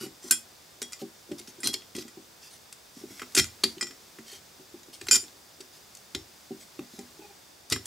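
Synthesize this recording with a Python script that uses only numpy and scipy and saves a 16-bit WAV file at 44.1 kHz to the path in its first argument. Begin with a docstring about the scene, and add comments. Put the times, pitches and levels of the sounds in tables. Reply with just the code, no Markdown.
"""A steel gear and clutch plates are worked by hand into a cast housing on a cloth-covered bench.
First a plate clinks; then parts click and scrape, and the rocking housing thuds on the bench.
After a lull, loud clicks come with a heavy thud at 3.4 s. Near 5.1 s the gear rings until it is gripped.
A faint creak at 7.2 s leads to a last knock and thud. Fingers rub and a quiet workshop hisses all along."""
import sys
import numpy as np
from scipy import signal
from scipy.fft import rfft, irfft
from scipy.io import wavfile
from scipy.ndimage import uniform_filter1d

SR = 44100
rng = np.random.default_rng(int(sys.argv[2]) if len(sys.argv) > 2 else 0)


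def transcribe(signal):
    """Save signal, clipped to [-1, 1], as a 16-bit WAV file at the path in sys.argv[1]."""
    frames = np.atleast_2d(signal).T
    limited = np.clip(frames, -1, 1)
    pcm = np.round(limited * 32767).astype(np.int16)
    wavfile.write(sys.argv[1], SR, pcm)


N = 346626

# Steel hits steel. Each row: start in seconds, level in dB, centre of the crack's tone in Hz,
# extra gain for the housing's ring in dB.
CLINKS = [(0.0627, -34.5, 5410, -9), (0.3087, 0.5, 8100, -36), (0.321, -5.5, 7300, -16),
          (0.8169, -14, 5100, -34), (0.8254, -16.5, 8100, -23), (0.9215, -28.5, 7200, -11),
          (0.931, -20, 5360, -19.5), (1.3145, -29, 3250, -17), (1.396, -27, 5230, -36),
          (1.413, -32, 3590, -29), (1.473, -31.5, 5100, -16), (1.632, -16, 6440, -10.5),
          (1.6719, -5.5, 7400, -32), (1.69, -34, 3310, -13), (1.73, -22, 8100, -13),
          (1.7392, -8.5, 4760, -29), (1.819, -34, 2480, -18), (1.95, -27, 3330, -13),
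          (1.9633, -20.5, 7220, -25), (1.9844, -26, 3270, -16), (2.0217, -29, 4630, -17),
          (2.0796, -31, 5830, -13), (2.725, -23.5, 7450, -37), (3.1943, -24, 1900, -15),
          (3.217, -20, 1510, -20), (3.2278, -28, 1490, -26), (3.321, -35, 5500, -30),
          (3.348, -5.5, 6300, -40), (3.3653, -13, 6900, -8), (3.3742, -2.5, 5070, -17),
          (3.3846, 1, 6600, -15.5), (3.3947, -2.5, 4740, -16.5), (3.4421, -17.5, 5500, -13.5),
          (3.6352, 0, 4360, -28.5), (3.7811, -27.5, 3210, -26), (3.81, -18, 7100, -2.5),
          (3.8244, -12.5, 4900, -15), (3.8679, -29, 5230, -7.5), (3.909, -30, 2330, -14),
          (4.185, -31, 1300, -18), (4.329, -33, 6740, -17), (4.8314, -35, 4800, -32),
          (4.9327, -42, 3420, -23), (5.0119, -22, 3320, -44), (5.039, -36, 7000, -32),
          (5.0673, -23, 1330, -38), (5.0841, -12, 4470, -22.5), (5.111, -3.5, 7050, -16.5),
          (5.1463, -16, 6700, -13), (5.1543, -7, 6460, -17.5), (5.2378, -29, 5260, -18),
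          (5.28, -33, 3730, -25), (5.6043, -27, 5170, -33), (5.9498, -26, 6770, -34),
          (5.969, -30, 7100, -41), (6.148, -13, 3730, -20.5), (6.7917, -26, 1270, -33),
          (6.99, -27, 6660, -17.5), (7.6991, -16, 6740, -31), (7.7209, -6, 4140, -12),
          (7.7596, -17, 1780, -19), (7.8554, -20, 7150, -23)]
# The notes (modes) each steel part rings with. Each row: pitch in Hz, level in dB, seconds to fade 60 dB.
HOUSING_HIGH_MODES = [(4750, -12, 0.062), (5230, -8.5, 0.13), (5400, -11.5, 0.21), (6164, -25, .08),
                      (7130, -8.5, 0.11), (7280, -16, 0.17), (7200, -12.5, 0.13), (7870, -15, .09),
                      (8300, -18, .08), (8450, -27, 0.084), (9900, -35, 0.058), (10800, -33, 0.066)]
HOUSING_LOW_MODES = [(1260, -12, 0.031), (1435, -8, 0.026), (1956, -9, .08), (2042, -12, 0.076),
                     (2407, -11.5, .08), (2540, -15.5, 0.054), (3200, -13.5, 0.077)]
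GEAR_MODES = [(1523, -32, 0.3), (2438, -19, 0.18), (3086, -20, 0.41), (3467, -25, 0.22), (4760, -5, .2),
              (5280, -11.5, 0.35), (5440, -14, .4), (6760, -11, 0.67), (7150, -0.5, 0.84), (7326, -10, .4),
              (8048, -12, .2), (8724, -25, .3), (9100, -24, .3), (9300, -11, 0.26), (9400, -17, 0.25),
              (10400, -17.5, 0.34), (11750, -21, .4), (12320, -22.5, 0.17), (13730, -35, .2)]
PLATE_MODES = [(1538, -7.5, 0.088), (2520, -16.5, 0.22), (3330, -15, 0.17), (4560, -12, 0.16),
               (5270, -8, 0.13), (6810, -6, 0.069), (7270, -15, 0.19), (7430, 1, 0.06), (7600, -2, .11),
               (8100, -0.5, 0.091), (9430, 0, .1), (10310, -9, .13), (10600, -18, 0.068), (12200, -7, .05)]
SHIM_MODES = [(3314, -8.5, 0.38), (5810, -8, 0.078), (8900, -5, 0.057)]
# Blows on the loose gear. Each row: start in seconds, level in dB, seconds until it is gripped.
GEAR_STRIKES = [(5.111, -10, 0.046), (5.156, -17, 0.01)]
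# Blows on a clutch plate and on a shim (a thin spacer). Each row: start in seconds, level in dB.
PLATE_STRIKES = [(.310, -19), (0.321, -28), (0.921, -54), (1.603, -47.5), (1.673, -36), (3.349, -27),
                 (5.068, -48)]
SHIM_STRIKES = [(.322, -45), (.818, -50), (.826, -33.5), (1.642, -30), (1.69, -33), (1.739, -45),
                (1.951, -36.5), (1.985, -51)]
# The housing rocks on the bench. Each row: start in seconds, level in dB, main pitch in Hz.
THUDS = [(0.009, -35.5, 226), (0.033, -31, 340), (0.058, -35, 230), (0.242, -39.5, 344), (0.261, -42, 258),
         (0.307, -35, 258), (0.817, -34.5, 407), (1.017, -30.5, 320), (1.29, -41, 328), (1.313, -25.5, 303),
         (1.401, -40, 355), (1.48, -40, 262), (1.584, -43, 347), (1.634, -34.5, 320), (1.654, -31, 274),
         (1.685, -34, 255), (1.739, -38, 330), (1.95, -31.5, 280), (1.98, -28, 365), (2.05, -38, 245),
         (2.171, -35.5, 312), (2.967, -38, 263), (3.011, -43, 332), (3.036, -31, 333), (3.105, -39.5, 333),
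         (3.216, -36.5, 352), (3.351, -36, 312), (3.372, -19.5, 295), (3.394, -32, 283),
         (3.636, -21.5, 369), (3.767, -36.5, 342), (3.821, -35, 263), (3.9, -45, 266), (4.186, -39.5, 324),
         (4.327, -44.5, 397), (4.593, -44.5, 262), (4.74, -37, 332), (4.882, -43, 339), (5.013, -41, 376),
         (5.087, -33, 372), (5.123, -34.5, 262), (5.159, -35.5, 270), (5.229, -44, 356), (5.601, -41, 386),
         (6.148, -30.5, 317), (6.506, -28, 269), (6.79, -28, 303), (6.819, -42, 243), (6.935, -41.5, 242),
         (6.986, -31.5, 246), (7.191, -40.5, 330), (7.718, -25, 267), (7.76, -32.5, 258)]
# Deep shakes of the whole bench as the housing settles. Each row: start in seconds, level in dB.
SHAKES = [(0.3, -53), (1.304, -55), (1.651, -48.5), (1.942, -53), (3.381, -31.5), (3.631, -48),
          (4.349, -58), (5.019, -48), (5.109, -47), (6.138, -40), (6.995, -58), (7.706, -31.5)]
# The notes of the bench. 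Each row: pitch in Hz, level in dB, seconds to fade 60 dB.
BENCH_TOP_MODES = [(142.4, -16.5, 0.17), (200.4, -18.5, 0.21), (244.7, -12, 0.25), (287.8, -13, 0.17),
                   (340, -12, 0.23), (405.3, -9, 0.13), (568, -21, 0.093), (790, -20.5, 0.11)]
BENCH_DEEP_MODES = [(60.6, -5.5, 0.25), (82.3, -3, 0.33), (105.9, -6, 0.35), (140.4, 3, 0.18)]
# Gritty slides. Each row: start in seconds, length in seconds, level in dB.
SLIDES = [(0, 0.075, -44), (0.218, 0.12, -49), (0.99, 0.043, -48.5), (1.378, 0.029, -47.5),
          (1.471, 0.046, -53), (1.634, .075, -35), (1.947, 0.093, -47.5), (2.411, 0.094, -53),
          (2.5, 0.081, -55), (2.938, 0.14, -57.5), (3.069, 0.19, -54), (3.36, 0.049, -25.5),
          (3.644, 0.11, -54.5), (4.254, .14, -49.5), (4.926, .043, -48.5), (5.112, 0.074, -32.5),
          (5.724, .063, -57), (6.593, 0.056, -54.5), (6.901, 0.15, -59), (7.702, .039, -40)]
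# Faint rubbing of fingers and cloth. Each row: time in seconds, level in dB.
RUB_LEVELS = [(0.0, -57), (2.87, -58), (3.24, -53), (4.95, -58), (5.12, -51), (5.39, -57.5), (7.22, -55.5),
              (7.71, -61.5), (7.86, -53.5)]
# The three slips of the creak. Each row: time in seconds, level in dB.
CREAK_SLIPS = [(7.223, -50), (7.252, -47), (7.31, -51)]
# The tone of the rubbing and of the hiss. Each row: frequency in Hz, relative level in dB.
RUB_SPECTRUM = [(300, 4.5), (800, 0), (1500, 0.5), (3000, -1), (5000, 3), (7500, 0.5), (11000, -8),
                (16000, -2.5)]
HISS_SPECTRUM = [(18, -51), (30, -26), (66, 2.5), (233, 1.5), (364, 3.5), (512, 2.5), (740, 2.5),
                 (2170, -4.5), (3220, -6), (3580, 1.5), (3980, -8), (4780, 0), (5740, -4.5), (14800, -13.5),
                 (16000, -9)]
# How alike the hiss is on the left and right. Each row: frequency in Hz, likeness from 0 to 1.
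HISS_LIKENESS = [(60, 0.93), (180, 0.68), (550, 0.047), (1650, 0.025), (4970, 0.41), (15000, 0.78)]


def clinks():
    """Steel meets steel in a burst of tiny impacts: a crack, while the housing's ring builds up."""
    out, t = np.zeros(N), np.arange(SR // 4) / SR
    for start, level_db, tone_hz, ring_db in CLINKS:
        contact_s = 0.0034 * np.exp(0.31 * rng.standard_normal())
        progress = t / contact_s
        pressure = progress ** 1.5 * np.exp(-progress * 2.47)
        impacts = rng.standard_normal(SR // 20) * pressure[:SR // 20]
        crack = signal.fftconvolve(impacts, cast_steel(count=50, snap=2.3))
        crack = oily_tone(crack, tone_hz, broad=0.17)
        tilt_db = 2 * np.log2(tone_hz / 6300)   # duller contacts stir the low notes more, the high less
        high = from_db(tilt_db) * ring(HOUSING_HIGH_MODES, t, spread_db=3)
        low = from_db(-tilt_db) * ring(HOUSING_LOW_MODES, t, spread_db=2)
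        build_up = 1 - np.exp(-progress * 4.4)
        add(out, start, from_db(level_db + ring_db) * (high + low) * build_up)
        add(out, start, from_db(level_db - 6.5) * peak_one(crack))
    return out


def loose_parts():
    """Gear, plate and shim ring with their own notes when struck; a grip chokes the gear."""
    out, t = np.zeros(N), np.arange(SR // 2) / SR
    onset = 1 - np.exp(-t / 0.0004)
    for start, level_db, free_s in GEAR_STRIKES:
        grip = fade(np.maximum(t - free_s, 0), fade_s=0.023)
        add(out, start, from_db(level_db) * ring(GEAR_MODES, t, spread_db=3) * grip * onset)
    for modes, strikes in (PLATE_MODES, PLATE_STRIKES), (SHIM_MODES, SHIM_STRIKES):
        for start, level_db in strikes:
            add(out, start, from_db(level_db) * ring(modes, t, spread_db=3) * onset)
    return out


def bench_thuds():
    """The housing thuds through the cloth; at separately listed moments the bench gives a deep shake."""
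    out, t = np.zeros(N), np.arange(SR // 4) / SR
    for start, level_db, hz in THUDS:
        detune = 1 + 0.062 * rng.standard_normal()   # hands and load shift the bench top's pitch
        modes = [*np.array(BENCH_TOP_MODES) * [detune, 1, 1], (hz, 7, 0.035)]
        thud = ring(modes, t, spread_db=3.5) * (1 - np.exp(-t / 0.0021)) ** 2
        add(out, start, from_db(level_db) * peak_one(thud))
    out = cut_bass(out + 1e-18, hz=120)   # the thuds carry little deep bass
    for start, level_db in SHAKES:
        shake = ring(BENCH_DEEP_MODES, t, spread_db=2.5) * (1 - np.exp(-t / 0.012)) ** 2
        add(out, start, from_db(level_db) * peak_one(shake))
    return out


def rubbing():
    """Gritty slides swell, stop and make the housing ring a little, over a faint rub of fingers."""
    slides = np.zeros(N)
    for start, length_s, level_db in SLIDES:
        stroke = np.sin(np.pi * np.linspace(0, 1, round(length_s * SR)) ** 0.72)
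        scrape = signal.fftconvolve(stroke * grit(len(stroke)), cast_steel(count=60, snap=0.97))
        add(slides, start, from_db(level_db) * oily_tone(scrape, hz=4870, broad=0.73))
    housing = ring(HOUSING_HIGH_MODES, np.arange(SR // 8) / SR, spread_db=0)
    housing_ring = from_db(-59) * signal.fftconvolve(slides, housing)[:N]
    rub_db = np.interp(np.arange(N) / SR, *np.transpose(RUB_LEVELS))
    rub = shaped_noise(RUB_SPECTRUM, likeness=[(100, 1), (10000, 1)])[0]
    return slides + housing_ring + from_db(rub_db) * rub


def creak():
    """Surfaces stick, then slip: a wavering, sinking tone with two overtones swells at each slip."""
    t = np.arange(N) / SR
    start_hz, sink_hz_per_s, swell_s = 420, 176, 0.009
    pitch_hz = start_hz - sink_hz_per_s * np.clip(t - CREAK_SLIPS[0][0], 0, 1)
    waver = 1 + 0.025 * rms_one(uniform_filter1d(rng.standard_normal(N), size=300))
    phase = 2 * np.pi * np.cumsum(pitch_hz * waver) / SR
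    tone = 0.88 * np.sin(phase) + np.sin(2 * phase) + 0.44 * np.sin(6 * phase)
    swells = sum(from_db(db) * np.exp(-np.abs(t - time) / swell_s) for time, db in CREAK_SLIPS)
    return swells * tone


def workshop_echo(sound):
    """Sound bounces off bench and walls: a short echo, thin in the bass, a bit different in each ear."""
    t = np.arange(SR // 2) / SR
    mid, side = rng.standard_normal((2, len(t))) * fade(t, fade_s=0.21) * (1 - np.exp(-t / 0.00094))
    tail = mid + 0.54 * side * [[1], [-1]]
    tail = 0.87 * tail + signal.lfilter(*signal.butter(1, 1400, "high", fs=SR), tail)
    tail /= np.sqrt(np.sum(tail[0] ** 2))
    return signal.fftconvolve(sound[None], tail, axes=1)[:, :N]


def workshop_hiss():
    """The steady, quiet noise of the room."""
    return from_db(-55) * shaped_noise(HISS_SPECTRUM, HISS_LIKENESS)


def ring(modes, t, spread_db):
    """One blow: each note fades from a slightly random strength and a random point in its wave."""
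    hz, level_db, fade_s = np.transpose(modes)[:, :, None]
    strength = from_db(level_db + spread_db * rng.standard_normal(hz.shape))
    waves = np.sin(2 * np.pi * (hz * t + rng.random(hz.shape)))
    return np.sum(strength * fade(t, fade_s) * waves, axis=0)


def cast_steel(count, snap):
    """Cast steel answers a tap with a snap and many short notes, other ones at every spot."""
    hz = rng.uniform(1000, 15000, count)
    fade_s = rng.uniform(0.0055, 0.048, count)
    modes = np.transpose([hz, np.zeros(count), fade_s])
    response = ring(modes, np.arange(SR // 20) / SR, spread_db=5)
    response /= np.sqrt(np.sum(response ** 2))
    response[0] += snap
    return response


def oily_tone(sound, hz, broad):
    """Bring out a wide band around hz over a broad base; oil dulls the highest treble."""
    band = signal.lfilter(*signal.iirpeak(min(hz, 15000), 1.6, fs=SR), sound)
    base = signal.lfilter(*signal.butter(1, 900, "high", fs=SR), sound)
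    return signal.lfilter(*signal.butter(2, 11500, fs=SR), band + broad * base)


def grit(size):
    """White noise whose strength jumps every few milliseconds."""
    jumps = np.clip(rms_one(uniform_filter1d(rng.standard_normal(size), size=120)), -2, 2)
    return rng.standard_normal(size) * from_db(2.95 * jumps)


def shaped_noise(spectrum, likeness):
    """Stereo noise with a given tone and a given likeness between left and right."""
    hz = np.maximum(np.fft.rfftfreq(N, 1 / SR), 1)
    mid, side = rfft(rng.standard_normal((2, N))) * from_db(at_hz(spectrum, hz))
    alike = np.clip(at_hz(likeness, hz), 0, 1)
    return rms_one(irfft(np.sqrt(1 + alike) * mid + np.sqrt(1 - alike) * side * [[1], [-1]], N))


def at_hz(table, hz):
    """Read between a table's rows, giving each octave equal room."""
    row_hz, values = np.transpose(table)
    return np.interp(np.log(hz), np.log(row_hz), values)


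def cut_bass(sound, hz):
    """Weaken everything below hz."""
    return signal.sosfilt(signal.butter(2, hz, "high", fs=SR, output="sos"), sound)


def fade(t, fade_s):
    """Fall by 60 dB every fade_s seconds."""
    return from_db(-60 * t / fade_s)


def from_db(db):
    """Turn decibels into a multiplier."""
    return 10 ** (np.asarray(db) / 20)


def rms_one(sound):
    """Scale to an average strength (rms) of 1."""
    return sound / np.sqrt(np.mean(sound ** 2) + 1e-20)


def peak_one(sound):
    """Scale to a peak of 1."""
    return sound / np.max(np.abs(sound))


def add(track, start, sound):
    """Mix a sound in at a start time in seconds."""
    i = max(round(start * SR), 0)
    track[i:i + len(sound)] += sound[:N - i]


def scene():
    """The parts sound in the centre, with the room's echo and hiss around them."""
    parts = clinks() + loose_parts() + bench_thuds() + rubbing() + creak()
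    return parts + from_db(-9.5) * workshop_echo(parts) + workshop_hiss()


def record(dry):
    """Drop the deepest bass, round off loud peaks and cut the highest treble."""
    rounded = 0.8 * np.tanh(cut_bass(dry, hz=45) / 0.8)
    return signal.sosfilt(signal.cheby2(14, 60, 16400, fs=SR, output="sos"), rounded)


dry = scene()
out = record(dry)
transcribe(out)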